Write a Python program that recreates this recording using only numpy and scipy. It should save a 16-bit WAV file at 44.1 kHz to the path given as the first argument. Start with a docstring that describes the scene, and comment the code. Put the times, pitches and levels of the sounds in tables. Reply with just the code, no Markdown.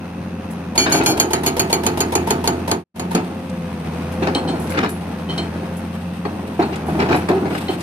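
"""Hydraulic breaker on a rocky bank

An excavator works some twenty metres away in the open. Its piston hammers the ringing steel chisel
about seven times a second, each blow booming through the breaker's box. The sound fades out and back
in; then the chisel prises at the face, and rocks split, tumble and trail off into rubble and grit.
Underneath, the diesel sags and swells with each load, the pump whines and oil hisses through valves."""
import sys
import numpy as np
from scipy import signal
from scipy.fft import rfft, irfft, next_fast_len
from scipy.io import wavfile

SR = 44100
rng = np.random.default_rng(int(sys.argv[2]) if len(sys.argv) > 2 else 0)


def digitize_waveform(pressure):
    """Quantize a signal to 16-bit integers and store it at the path in sys.argv[1].

    Rows of a 2-D input are taken as channels; values are limited to [-1, 1].
    """
    field = np.atleast_2d(pressure).T
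    bounded = np.clip(field, -1, 1)
    quanta = np.round(bounded * 32767).astype(np.int16)
    wavfile.write(sys.argv[1], SR, quanta)


N = 344862
TIME = np.arange(N) / SR
AGE = TIME[:SR * 2 // 5]  # seconds since the start of a single hit
STONE_PATCHY_DB, STONE_PATCH_HZ = 5.5, 150  # depth and width of each stone's own resonances

# rocks breaking off and landing: start_s, level_db, crush (0 whole, 1 ground to pieces), pitch_hz
ROCK_HITS = [(.785, -16.5, 0.51, 360), (0.854, -15, 1, 358.5), (.939, -11.5, 0.54, 340),
             (.995, -15, 0.75, 332), (1.083, -14.5, .3, 320), (1.125, -19, .25, 291),
             (1.241, -21, 0.045, 262), (3.146, -13, 0.42, 186), (4.22, -16.5, 0.6, 370),
             (4.264, -15, 0.57, 367), (4.353, -14, 0.072, 396), (4.492, -26.5, .1, 384),
             (4.535, -22, .05, 332), (4.58, -27.5, 0.054, 352), (4.698, -26.5, 0.95, 306),
             (4.742, -22.5, 0.89, 298), (4.771, -16.5, 1, 249), (4.824, -15, 0.62, 437),
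             (5.29, -24, .1, 347), (5.382, -22.5, .1, 332.4), (5.555, -28, .05, 286),
             (5.626, -29.5, .1, 367), (5.71, -32.5, 0.11, 324), (6.25, -20, 0.082, 415),
             (6.592, -10.5, 0.12, 348.6), (6.618, -19.5, 0.3, 400), (6.721, -27.5, 0.98, 377),
             (6.885, -19.5, .11, 357), (6.945, -20, 0.14, 316), (6.988, -15, 0.69, 376),
             (7.015, -17, 0.46, 407), (7.052, -24, 0.34, 317), (7.084, -14.5, 0.48, 330),
             (7.106, -10, 0.57, 337), (7.136, -14, 0.4, 361), (7.284, -12.5, 0.16, 297),
             (7.299, -12.5, 0.017, 365), (7.365, -22, 0.37, 397), (7.453, -18.5, 0.25, 381),
             (7.503, -20, 0.33, 315), (7.549, -29, 0.18, 396), (7.689, -17.5, 0.077, 373),
             (7.73, -31, .05, 297)]
# a boulder's dull thump: freq_hz, density_db
THUMP_SPECTRUM = [(60, -28), (140, -6), (230, -6.5), (300, 0.5), (385, -4.5), (470, -9), (560, -14.5),
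                  (690, -8), (850, -10), (1100, -18.5), (1600, -22.5), (3000, -52.5)]
# the crunch of crumbling stone: freq_hz, density_db
CRUNCH_SPECTRUM = [(200, -10), (600, -3.5), (900, -13.5), (1400, 6.5), (1900, -1), (2500, 0.5), (3300, -10),
                   (4100, -8.5), (5500, -17), (7000, -23), (9000, -32), (13000, -43), (16000, -59)]
# the bright crack of a blow or a snapping chip: freq_hz, density_db
CRACK_SPECTRUM = [(35, -30), (110, -6), (800, 13.5), (2400, 2), (3800, 5.5), (6000, 1.5), (7800, 1),
                  (10000, 1), (12400, -9), (13400, -14), (14400, -19), (16000, -55)]


def gain_of(db):
    """Decibels to amplitude."""
    return 10 ** (np.asarray(db) / 20)


def unit_rms(x):
    """Scales to rms 1."""
    return x / np.sqrt(np.mean(x ** 2) + 1e-20)


def automation(points):
    """Joins (time_s, value) points into a curve over the whole scene."""
    return np.interp(TIME, *np.transpose(points))


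def value_at(points, hz):
    """Reads (freq_hz, value) points on a log-frequency axis."""
    freq_hz, value = np.transpose(points)
    return np.interp(np.log(hz + 1), np.log(freq_hz + 1), value)


def add(mix, start_s, *sounds):
    """Drops sounds into a stereo mix; a mono sound goes to both channels."""
    for sound in map(np.atleast_2d, sounds):
        part = mix[:, max(round(start_s * SR), 0):][:, :sound.shape[1]]
        part += sound[:, :part.shape[1]]


def wander(rate, t):
    """Random drift of rms 1 that finds a new target rate times a second."""
    knots = np.arange(0, t[-1] + 1, 1 / rate)
    return unit_rms(np.interp(t, knots, rng.standard_normal(len(knots))))


def lagged(x, lag_s):
    """Follows x with the given time constant."""
    keep = np.exp(-1 / (lag_s * SR))
    return signal.lfilter([1 - keep], [1, -keep], x)


def envelope(rise_s, t60_s, hold_until_s=0):
    """Linear attack, optional hold, exponential decay."""
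    decaying_s = np.maximum(AGE - max(rise_s, hold_until_s), 0)
    return np.minimum(AGE / rise_s, 1) * gain_of(-60 * decaying_s / t60_s)


def colour(x, spectrum, patchy_db=0, size=4096):
    """Minimum-phase EQ with optional random resonances; white noise keeps its level."""
    hz, knots = abs(np.fft.fftfreq(size, 1 / SR)), np.arange(size // 8)
    bumps = np.clip(rng.standard_normal(len(knots)), -2, 1)
    patches_db = patchy_db * np.interp(hz / STONE_PATCH_HZ, knots, bumps)
    log_gain = np.log(unit_rms(gain_of(value_at(spectrum, hz) + patches_db)))
    taps = np.fft.ifft(np.exp(np.conj(signal.hilbert(log_gain)))).real[:size // 2]
    return signal.oaconvolve(x, taps[None], axes=1)[:, :N]


def stereo_image(pair, lag_ms):
    """Blends two signals into an image that is tight in the bass and wide on top, the left side late."""
    # how alike the two sides are: freq_hz, likeness (0 to 1)
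    coherence = [(30, 0), (70, 1), (150, 0.98), (300, 1), (640, 0.57), (1400, 0.57), (4000, 0.16),
                 (15000, 0.02)]
    size = next_fast_len(N + 1000)
    common, other = rfft(pair, size)
    hz = np.fft.rfftfreq(size, 1 / SR)
    likeness = np.clip(value_at(coherence, hz), 0, 1)
    left = common * np.exp(-2j * np.pi * hz * lag_ms / 1000)
    right = likeness * common + np.sqrt(1 - likeness ** 2) * other
    return irfft(np.array([left, right]), size)[:, :N]


def burst(spectrum, db, rise_s, t60_s, grain_db=3, grains_per_s=700, snaps_per_s=0, patchy_db=0):
    """A grainy noise hit, like a clump of tiny fractures, with optional sharp snaps."""
    shape = envelope(rise_s, t60_s)
    clumps = gain_of(grain_db * np.minimum(wander(grains_per_s, AGE), 2))
    triggers = (rng.random(len(AGE)) < snaps_per_s / SR) * rng.uniform(1, 5, len(AGE))
    snaps = signal.lfilter([1], [1, -np.exp(-1 / (.002 * SR))], triggers)
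    grains = colour(shape * (clumps + snaps) * rng.standard_normal((2, len(AGE))), spectrum, patchy_db)
    return gain_of(db) * grains * np.linalg.norm(shape) / np.linalg.norm(grains, axis=1, keepdims=True)


def damped_sine(hz, db, t60_s):
    """One struck mode, starting at a random phase."""
    return gain_of(db - 60 * AGE / t60_s) * np.sin(2 * np.pi * (hz * AGE + rng.random()))


def tilted(modes, db_per_khz, pivot_hz):
    """The same modes, brighter or duller about a pivot."""
    return [(hz, db + db_per_khz * (hz - pivot_hz) / 1000, *rest) for hz, db, *rest in modes]


def slope_echoes(x, t60_s, predelay_s):
    """The rough slope and the machine scatter a thin tail of echoes."""
    # tone of the echoes, scooped in the treble: freq_hz, density_db
    echo_spectrum = [(100, -3), (900, 0.5), (3000, -2.5), (7000, -6), (15000, 0.5)]
    taps = rng.standard_normal((2, len(AGE))) * (rng.random((2, len(AGE))) < .05)
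    tail = taps * (AGE > predelay_s) * gain_of(-60 * AGE / t60_s)
    echoes = signal.fftconvolve(colour(x, echo_spectrum), tail / np.linalg.norm(tail[0]), axes=1)
    return stereo_image(echoes[:, :N], lag_ms=.22)


def diesel():
    """Exhaust note, body drone, pump whine and clatter, all locked to the crankshaft."""
    # engine speed, dipping under each load: time_s, firing_hz
    speed_points = [(0, 87.7), (.5, 87.8), (.8, 81.3), (1.9, 82.7), (3.3, 89.2), (3.7, 84.7), (3.9, 79.8),
                    (4.1, 85), (4.33, 88), (4.62, 81.8), (4.8, 90.5), (4.98, 85.4), (5.42, 84.2),
                    (5.7, 87.4), (6.42, 88.6), (6.88, 79.3), (7.3, 88.6), (7.8, 87.5)]
    # drone of the engine body: order (multiple of the six-firing cycle), level_db
    body_orders = [(9, -21), (10, -19), (11, -18), (12, 0), (13, -10), (14, -13), (15, -9), (16, -18),
                   (18, -16), (20, -20), (28, -21)]
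    # fan and combustion clatter: freq_hz, density_db
    clatter_spectrum = [(25, -29), (55, -28), (80, -12.5), (125, -11), (160, -6.5), (215, -1.5),
                        (300, -10.5), (520, -17), (800, -16), (1240, -22), (2600, -30), (4500, -38.5),
                        (6700, -42), (7300, -55), (8800, -42), (11200, -48), (14500, -51.5), (16000, -75.5)]
    # level ride on the hydraulic pump's whine: time_s, level_db
    pump_ride = [(0, -48), (1, -44.5), (3.2, -46.5), (3.4, -40), (3.68, -37.5), (3.85, -45.5),
                 (4.05, -42.5), (4.25, -32), (4.5, -37), (4.62, -48), (4.74, -31), (4.93, -56), (5.15, -41),
                 (5.45, -47), (5.7, -39.5), (6, -47), (7.8, -45)]
    # level ride on the whole engine: time_s, gain_db
    engine_ride = [(0, 1.5), (.55, 2.5), (1.1, -5), (2.6, 1.5), (7.8, 1.7)]
    unloaded_hz, governor_lag_s = 89, .31
    firing_hz = automation(speed_points)
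    # the governor answers a sag with more fuel, so exhaust and clatter swell
    sag_hz = lagged(unloaded_hz - firing_hz, governor_lag_s)
    firing_phase = 2 * np.pi * np.cumsum(firing_hz * (1 + .002 * wander(30, TIME))) / SR
    cycle_phase = firing_phase / 6
    exhaust = gain_of(-40.5 + 1.3 * sag_hz + 1.1 * wander(24, TIME)) * unit_rms(np.sin(firing_phase))
    body = np.zeros(N)
    for order, db in body_orders:
        flutter = 1 + .36 * wander(12, TIME)
        body += gain_of(db) * flutter * np.sin(round(order) * cycle_phase + 2 * np.pi * rng.random())
    drone = gain_of(-30.5 - .26 * sag_hz) * unit_rms(body)
    pump_db = automation(pump_ride) + 2 * wander(50, TIME)
    pump_whine = gain_of(pump_db) * unit_rms(np.sin(36 * cycle_phase + .3 * wander(60, TIME)))
    pump_rasp = gain_of(-55) * unit_rms(wander(400, TIME) * np.sin(180 * cycle_phase))
    puffs = rng.standard_normal((2, N)) * (1 + .25 * np.cos(firing_phase))
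    puffs *= gain_of(-33.5 + 1.08 * sag_hz + .9 * wander(40, TIME))
    clatter = stereo_image(colour(puffs, clatter_spectrum), lag_ms=.063)
    engine = exhaust + drone + pump_whine + pump_rasp + clatter
    return engine * gain_of(automation(engine_ride)) * gain_of([[.3], [-.3]])


def oil_squirts():
    """Oil squeezes through the boom's control valves in high, sputtering squeals."""
    # valve movements: start_s, level_db, t60_s
    squirts = [(0.504, -42, 0.18), (4.118, -42, .2), (4.594, -40, 0.58), (4.7, -32, 0.16),
               (4.888, -31.5, 0.2), (5.765, -40, 0.19), (6.86, -44, 0.56), (7.156, -34, 0.19)]
    # hiss with a squealing peak: freq_hz, density_db
    squirt_spectrum = [(3000, -22.5), (4300, -19), (9000, -5.5), (10400, -15), (10850, 6), (11500, -4),
                       (12300, -10), (14000, -16), (16000, -24)]
    hiss = np.zeros((2, N))
    for start_s, db, t60_s in squirts:
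        swell = gain_of(db) * envelope(rise_s=.0052, t60_s=t60_s)
        sputter = unit_rms(gain_of(1.5 * wander(100, AGE)))
        add(hiss, start_s, swell * sputter * rng.standard_normal((2, len(AGE))))
    return stereo_image(colour(hiss, squirt_spectrum), lag_ms=.052)


def valve_whistle(start_s=4.897, pitch_hz=10700, waver_hz=40, level_db=-34, t60_s=.3):
    """One valve, nearly shut, sings a thin note that dies away."""
    out = np.zeros((2, N))
    phase = 2 * np.pi * np.cumsum(pitch_hz + waver_hz * wander(200, AGE)) / SR
    swell = np.minimum(AGE / .0052, 1) * gain_of(level_db - 60 * AGE / t60_s)
    add(out, start_s, swell * np.sin(phase))
    return out


def loose_debris(settle_s):
    """How much is moving on the bank: every rock stirs it up, and it settles again."""
    jolts = np.zeros(N)
    for start_s, db, *_ in ROCK_HITS:
        jolts[round(start_s * SR)] += gain_of(db) ** 2
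    return np.sqrt(lagged(jolts, settle_s) * settle_s * SR)


def grit(slide_at_s=7.63, slide_width_s=.11):
    """Fine grains trickle in clumps after the rocks, and once slide down in a sheet."""
    # sandy sizzle: freq_hz, density_db
    grit_spectrum = [(500, 1.5), (2500, 9.5), (4200, 3), (7000, -9.5), (8700, 3), (10500, -8), (12500, -3),
                     (15000, -17.5), (16000, -28.5)]
    noise = rng.standard_normal((2, N))
    grains = unit_rms(noise * gain_of(1.1 * wander(1400, TIME) + 2.8 * wander(65, TIME)))
    trickle = gain_of(-41.5) * loose_debris(settle_s=8)
    slide = gain_of(-39.5) * np.exp(-((TIME - slide_at_s) / slide_width_s) ** 2)
    return colour(grains * (trickle + slide), grit_spectrum)


def rubble(stones_per_s=38, ring_s=.033):
    """Small stones bump down the bank at random behind each rock."""
    landings = (rng.random(N) < stones_per_s / SR) * rng.random(N)
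    bumps = unit_rms(lagged(landings, ring_s)) * rng.standard_normal((2, N))
    return colour(bumps * gain_of(-14.5) * loose_debris(settle_s=.13), THUMP_SPECTRUM)


def shard(db, count=9, low_hz=800, high_hz=5500, db_per_octave=-4.5, t60_s=.085):
    """A freshly split piece of stone clinks with a few short modes of its own."""
    out = np.zeros((2, len(AGE)))
    spread = (np.arange(count) + rng.random(count)) / count
    for hz in low_hz * (high_hz / low_hz) ** spread:
        mode_db = db + db_per_octave * np.log2(hz / low_hz) - 60 * AGE / t60_s
        out += gain_of(mode_db) * np.sin(2 * np.pi * (hz * AGE + rng.random((2, 1))))
    return out * np.minimum(AGE / .0005, 1)


def slab_knock(pitch_hz):
    """A struck slab of rock rings short and hollow."""
    # slab modes: pitch_ratio, level_db, t60_s
    slab_modes = [(1.001, -0.5, 0.12), (2.028, -7.5, 0.13), (2.95, -21.5, 0.12)]
    tone = sum(damped_sine(ratio * pitch_hz, db, t60_s) for ratio, db, t60_s in slab_modes)
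    return tone * np.minimum(AGE / .003, 1) * (1 + .3 * wander(150, AGE))


def box_boom():
    """The steel box rings low after a jolt, a little differently each time."""
    # modes of the breaker's box and the excavator's arm: pitch_hz, level_db, t60_s
    box_modes = [(256.2, -7.5, 0.86), (293.4, -9, 0.8), (324.3, -12, 0.97), (349.6, -6.5, 0.89),
                 (379.6, -4, 0.83), (432.5, -8, 0.53), (456, -13, .4), (528.6, -17.5, 0.28),
                 (674.5, -9.5, 0.64), (731, -7, 0.35), (819, -11.5, 0.39), (901, -5, 0.33),
                 (1160, -17, 0.28), (1264, -14, 0.43)]
    tone = sum(damped_sine(hz * rng.normal(1, .0019), db, t60_s) for hz, db, t60_s in box_modes)
    return tone * np.minimum(AGE / .00065, 1)


def rockfall():
    """Rocks knock, thump and crunch, stone splits, chips snap off, and rubble and grit run after them."""
    # stone splitting with a dry crack: start_s, level_db
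    splits = [(0.863, -26), (1.01, -29), (4.229, -26.5), (4.284, -22), (4.746, -27.5), (4.775, -16.5),
              (4.782, -22.5), (4.832, -19.5), (4.845, -19), (6.252, -21.5), (6.597, -24), (6.626, -21.5),
              (7.001, -17), (7.021, -18), (7.06, -24), (7.111, -24.5), (7.119, -22), (7.145, -15),
              (7.286, -18.5), (7.454, -28.5), (7.55, -20)]
    # the body of that crack: freq_hz, density_db
    split_spectrum = [(200, -18), (450, 4), (750, 2.5), (1400, 4), (2400, -6.5), (3500, -33), (5500, -26),
                      (8000, -29), (16000, -59)]
    # sharp cracks, of chips snapping off and of the hardest chisel knocks: start_s, level_db
    chips = [(3.495, -35.5), (4.347, -29), (4.672, -33), (4.696, -32), (5.378, -36), (6.757, -30),
             (7.289, -27.5), (7.552, -34), (7.806, -29)]
    thump, crunch = np.zeros((2, 2, N))
    for start_s, db, crush, pitch_hz in ROCK_HITS:
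        # a crushed rock rings less; its thud is slower, longer and crunchier
        knock = gain_of(db + 3 - 6.5 * crush) * slab_knock(pitch_hz)
        jolt = gain_of(db - 14) * box_boom()  # stone giving way shakes the steel box
        rise_s, t60_s = .0058 + .0054 * crush, .23 + .045 * crush
        thud = burst(THUMP_SPECTRUM, db - 2.5, rise_s, t60_s, grain_db=0, grains_per_s=380)
        add(thump, start_s, knock, jolt, thud)
        add(crunch, start_s, burst(CRUNCH_SPECTRUM, db - 18.5 + 16.5 * crush, rise_s, t60_s,
                                   snaps_per_s=20, patchy_db=STONE_PATCHY_DB))
    for start_s, db in splits:
        crack = burst(split_spectrum, db, rise_s=.0006, t60_s=.056,
                      grain_db=4.5, patchy_db=STONE_PATCHY_DB)
        add(crunch, start_s, crack, shard(db - 5))
    for start_s, db in chips:
        add(crunch, start_s, burst(CRACK_SPECTRUM, db, rise_s=.00041, t60_s=.058))
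    weight = stereo_image(thump + rubble(), lag_ms=.13) * gain_of([[.5], [-.5]])
    texture = stereo_image(crunch + grit(), lag_ms=.282) * gain_of([[1.3], [-1.3]])
    return weight + texture


def box_groans(pitch_hz=376, octave_db=-13):
    """The tip sticks and slips along the face, driving the strongest mode of the steel box."""
    # judders of the tip: start_s, level_db, length_s
    judders = [(6.71, -28.5, .07), (7.324, -14.5, 0.059), (7.403, -34, .08)]
    out = np.zeros((2, N))
    for start_s, db, length_s in judders:
        swell = gain_of(db) * envelope(rise_s=.0086, t60_s=.16, hold_until_s=length_s)
        phase = 2 * np.pi * np.cumsum(pitch_hz * (1 + .015 * wander(60, AGE))) / SR
        tone = np.sin(phase) + gain_of(octave_db) * np.sin(2 * phase)
        add(out, start_s, swell * tone * (1 + .13 * wander(80, AGE)))
    return out


def chisel_ring(modes, scatter_rad, chatter, chatter_s, free_s=0, sharp_hz=0, uneven_db=0):
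    """Steel modes that lose little while the chisel is off the rock and die fast once pressed back."""
    free_loss, detune = .15, .00039  # share of the pressed damping; pitch spread between contacts
    damped_s = free_loss * np.minimum(AGE, free_s) + np.maximum(AGE - free_s, 0)
    overshoot = 1 + .67 * np.exp(-AGE / .0062)
    rattle = chatter * np.exp(-AGE / chatter_s)
    sides = np.array([[.5], [-.5]])
    out = np.zeros((2, len(AGE)))
    for hz, db, t60_s, pan_db, lead_rad in modes:
        # the path to each side changes a little from hit to hit
        phase = 2 * np.pi * rng.random() + sides * (lead_rad + scatter_rad * rng.standard_normal())
        # chatter in the bushing roughens each mode at the strike, then leaves it pure
        roughness = 1 + rattle * (wander(290, AGE) + 1j * wander(320, AGE))
        pitch_hz = hz * rng.normal(1, detune) + sharp_hz
        tone = (roughness * np.exp(1j * (2 * np.pi * pitch_hz * AGE + phase))).real
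        mode_db = db + uneven_db * rng.uniform(-1.2, 1) + sides * pan_db
        out += overshoot * gain_of(mode_db - 60 * damped_s / t60_s) * tone
    return out


def chisel_knocks(dulling_per_khz=.84, pivot_hz=3500):
    """The prising chisel slips and its bending modes clang over a scrape, duller on softer knocks."""
    # sideways slips: start_s, level_db, low_db (extra for the modes below the pivot), rise_s
    slips = [(4.349, -23, -3, 0.0011), (4.474, -23.5, -6, 0.017), (5.287, -26.5, 2, 0.018),
             (5.377, -24, -1.5, 0.0027), (6.618, -30, -22, .0036), (7.682, -28, -3.5, .0023)]
    # the chisel's bending modes: pitch_hz, level_db, t60_s, pan_left_db, left_lead_rad
    bending_modes = [(1990, -13, .1, 0, -1), (2530, -9, .06, 1, -1), (2993, -12, .15, 0, -1.4),
                     (3101, 3.5, .19, 0, -1.2), (3208, -11, .12, 0, -1.4), (3811, -10, .15, 1, -1),
                     (3960, -5, .08, 1, -1.4), (4229, -1, .23, 1, -1.6), (5033, -9, .06, 0, 1.5),
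                     (5911, -18, .2, 0, 1.5), (7784, -14, .21, -2, 1.5), (8280, -20, .2, -2, 1.5),
                     (8979, -14, .25, -2, 1.5), (10800, -20, .22, 0, 1)]
    # steel scraping on stone: freq_hz, density_db
    scrape_spectrum = [(300, -10), (900, 7), (2000, -2), (3200, -1), (4300, -9), (5500, -12), (9000, -17),
                       (16000, -50)]
    steel, scrape = np.zeros((2, 2, N))
    hardest_db = max(db for _, db, *_ in slips)
    for start_s, db, low_db, rise_s in slips:
        modes = tilted(bending_modes, dulling_per_khz * (db - hardest_db), pivot_hz)
        modes = [(hz, level + low_db * (hz < pivot_hz), *rest) for hz, level, *rest in modes]
        clang = chisel_ring(modes, scatter_rad=.3, chatter=.45, chatter_s=.05)
        add(steel, start_s, gain_of(db) * np.minimum(AGE / rise_s, 1) * clang)
        add(scrape, start_s, burst(scrape_spectrum, db - 6.5, rise_s, t60_s=.31,
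                                   patchy_db=STONE_PATCHY_DB))
    return steel + stereo_image(scrape, lag_ms=.36)


def breaker():
    """Each stroke: the valve spits, the piston cracks, the chisel rings, the housing thuds."""
    # piston blows: start_s, strength_db, free_s (how long the chisel rings clear of the rock)
    blows = [(0.778, -4, 0.071), (.922, -4, 0.067), (1.061, -3, 0.061), (1.199, -2.5, .018),
             (1.333, -3, 0.0035), (1.463, -3, 0.02), (1.595, -2, 0.011), (1.728, -2, 0.014),
             (1.865, -2.5, .003), (2.005, -2.5, 0.0062), (2.153, -2, 0.005), (2.306, -1, 0.0027),
             (2.475, -1.5, 0.0023), (2.714, -1.5, .002), (2.996, -9, 0.0017), (3.149, -6.5, 0.0048)]
    # lengthwise chisel modes: pitch_hz, level_db, t60_s (pressed on rock), pan_left_db, left_lead_rad
    lengthwise_modes = [(2304, -8, .11, 3, -1.4), (2428, -17, .08, 1, -1), (2970, -13, .12, 0, -2),
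                        (3098, -13, .09, 0, -2), (3215, -12, .09, 0, -2), (3400, -17, .1, 0, -2),
                        (4229, -13, .09, 1, 2.6), (4406, -1.5, .1, 4, 2.4), (4470, -9, .06, 4, 2.4),
                        (4570, -12, .07, 2, 2.4), (5445, -16, .11, 2, 2), (5720, -15, .11, 2, 2),
                        (6666, .5, .11, -7, 3.1), (8560, -16, .06, -2, 2), (8912, -5.5, .08, -9, 2.8),
                        (9330, -18, .06, 0, 1), (10150, -19, .06, 0, 1), (10795, -10, .07, 3, -.8),
                        (11650, -18, .05, -2, -1), (12567, -10, .07, 0, -1.4), (13900, -28, .06, 0, -1),
                        (14320, -18, .075, 2, -1), (14500, -26, .05, 0, -1), (15122, -28, .06, 0, -1)]
    # the spit of the oil valve: freq_hz, density_db
    valve_spectrum = [(200, 5), (600, 12), (790, 7), (920, 19.5), (1100, -3), (1500, -1.5), (2700, -2.5),
                      (5000, -9), (7500, -12.5), (10000, -8.5), (12000, -7), (13500, -29), (16000, -21)]
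    # the thud of the housing: freq_hz, density_db
    housing_spectrum = [(40, -50.5), (110, 4), (240, 0.5), (345, -2), (378, 4.5), (410, 2), (580, -9),
                        (730, -8.5), (820, 2.5), (907, -4), (1050, -7), (1800, -17.5), (3000, -35.5),
                        (7000, -60)]
    seating_s, seated_sharp_hz, sharpening_s = .12, 21, .5
    sinking_db_per_s, crack_growth_db_per_s = 3.5, 4
    steel, noise = np.zeros((2, 2, N))
    for start_s, db, free_s in blows:
        worked_s = start_s - blows[0][0]
        valve_lead_s = .026 + .0065 * worked_s  # the valve opens earlier as the strokes slow down
        add(noise, start_s - valve_lead_s, burst(valve_spectrum, db - 16.5, rise_s=.0042, t60_s=.2))
        # as the chisel sinks in, the contact hardens: the crack grows, ring and crumble recede
        crack_db = db - 21 + crack_growth_db_per_s * worked_s
        sunk_db = db - sinking_db_per_s * worked_s
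        crack = burst(CRACK_SPECTRUM, crack_db, rise_s=.0005, t60_s=.034, grain_db=1.5)
        thud = burst(housing_spectrum, db - 17, rise_s=.00091, t60_s=.25, grain_db=-1.5)
        crumble = burst(CRUNCH_SPECTRUM, sunk_db - 17, rise_s=.0026, t60_s=.23,
                        patchy_db=STONE_PATCHY_DB)
        boom = gain_of(db - 17) * box_boom()
        add(noise, start_s, crack, thud, crumble, boom, shard(db - 22))
        # the ring starts dull, then brightens and goes sharp; packed rock damps the low modes most
        tilt_db_per_khz = .1 - 1.1 * np.exp(-worked_s / seating_s) + .11 * worked_s
        modes = tilted(lengthwise_modes, tilt_db_per_khz, pivot_hz=7800)
        sharp_hz = seated_sharp_hz * min(worked_s / sharpening_s, 1) ** 2
        ring = chisel_ring(modes, scatter_rad=.35, chatter=.6, chatter_s=.035,
                           free_s=free_s, sharp_hz=sharp_hz, uneven_db=2)
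        add(steel, start_s, gain_of(sunk_db - 14) * ring)
    return steel + stereo_image(noise, lag_ms=.23)


def scene():
    """The work at the rock face with its echoes, over the running machine."""
    work = breaker() + chisel_knocks() + box_groans() + rockfall()
    echoes = gain_of(-15) * slope_echoes(work, t60_s=.41, predelay_s=.0093)
    return work + echoes + diesel() + oil_squirts() + valve_whistle()


def record(dry):
    """Soft saturation, a fade to a moment of near silence and back, and a steep low-pass."""
    ceiling, cutoff_hz = 1.2, 15900
    silent_from_s, silent_to_s, floor_db = 2.84, 2.942, -60
    fade_out_s, fade_in_s, fade_bend = .11, .084, .77
    fade_out = (silent_from_s - TIME) / fade_out_s
    fade_in = (TIME - silent_to_s) / fade_in_s
    fader = np.clip(np.maximum(fade_out, fade_in), 0, 1) ** fade_bend + gain_of(floor_db)
    saturated = ceiling * np.tanh(dry / ceiling)
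    lowpass = signal.firwin(255, cutoff_hz, window=("kaiser", 9), fs=SR)
    return signal.oaconvolve(saturated * fader, lowpass[None], "same")


dry = scene()
out = record(dry)
digitize_waveform(out)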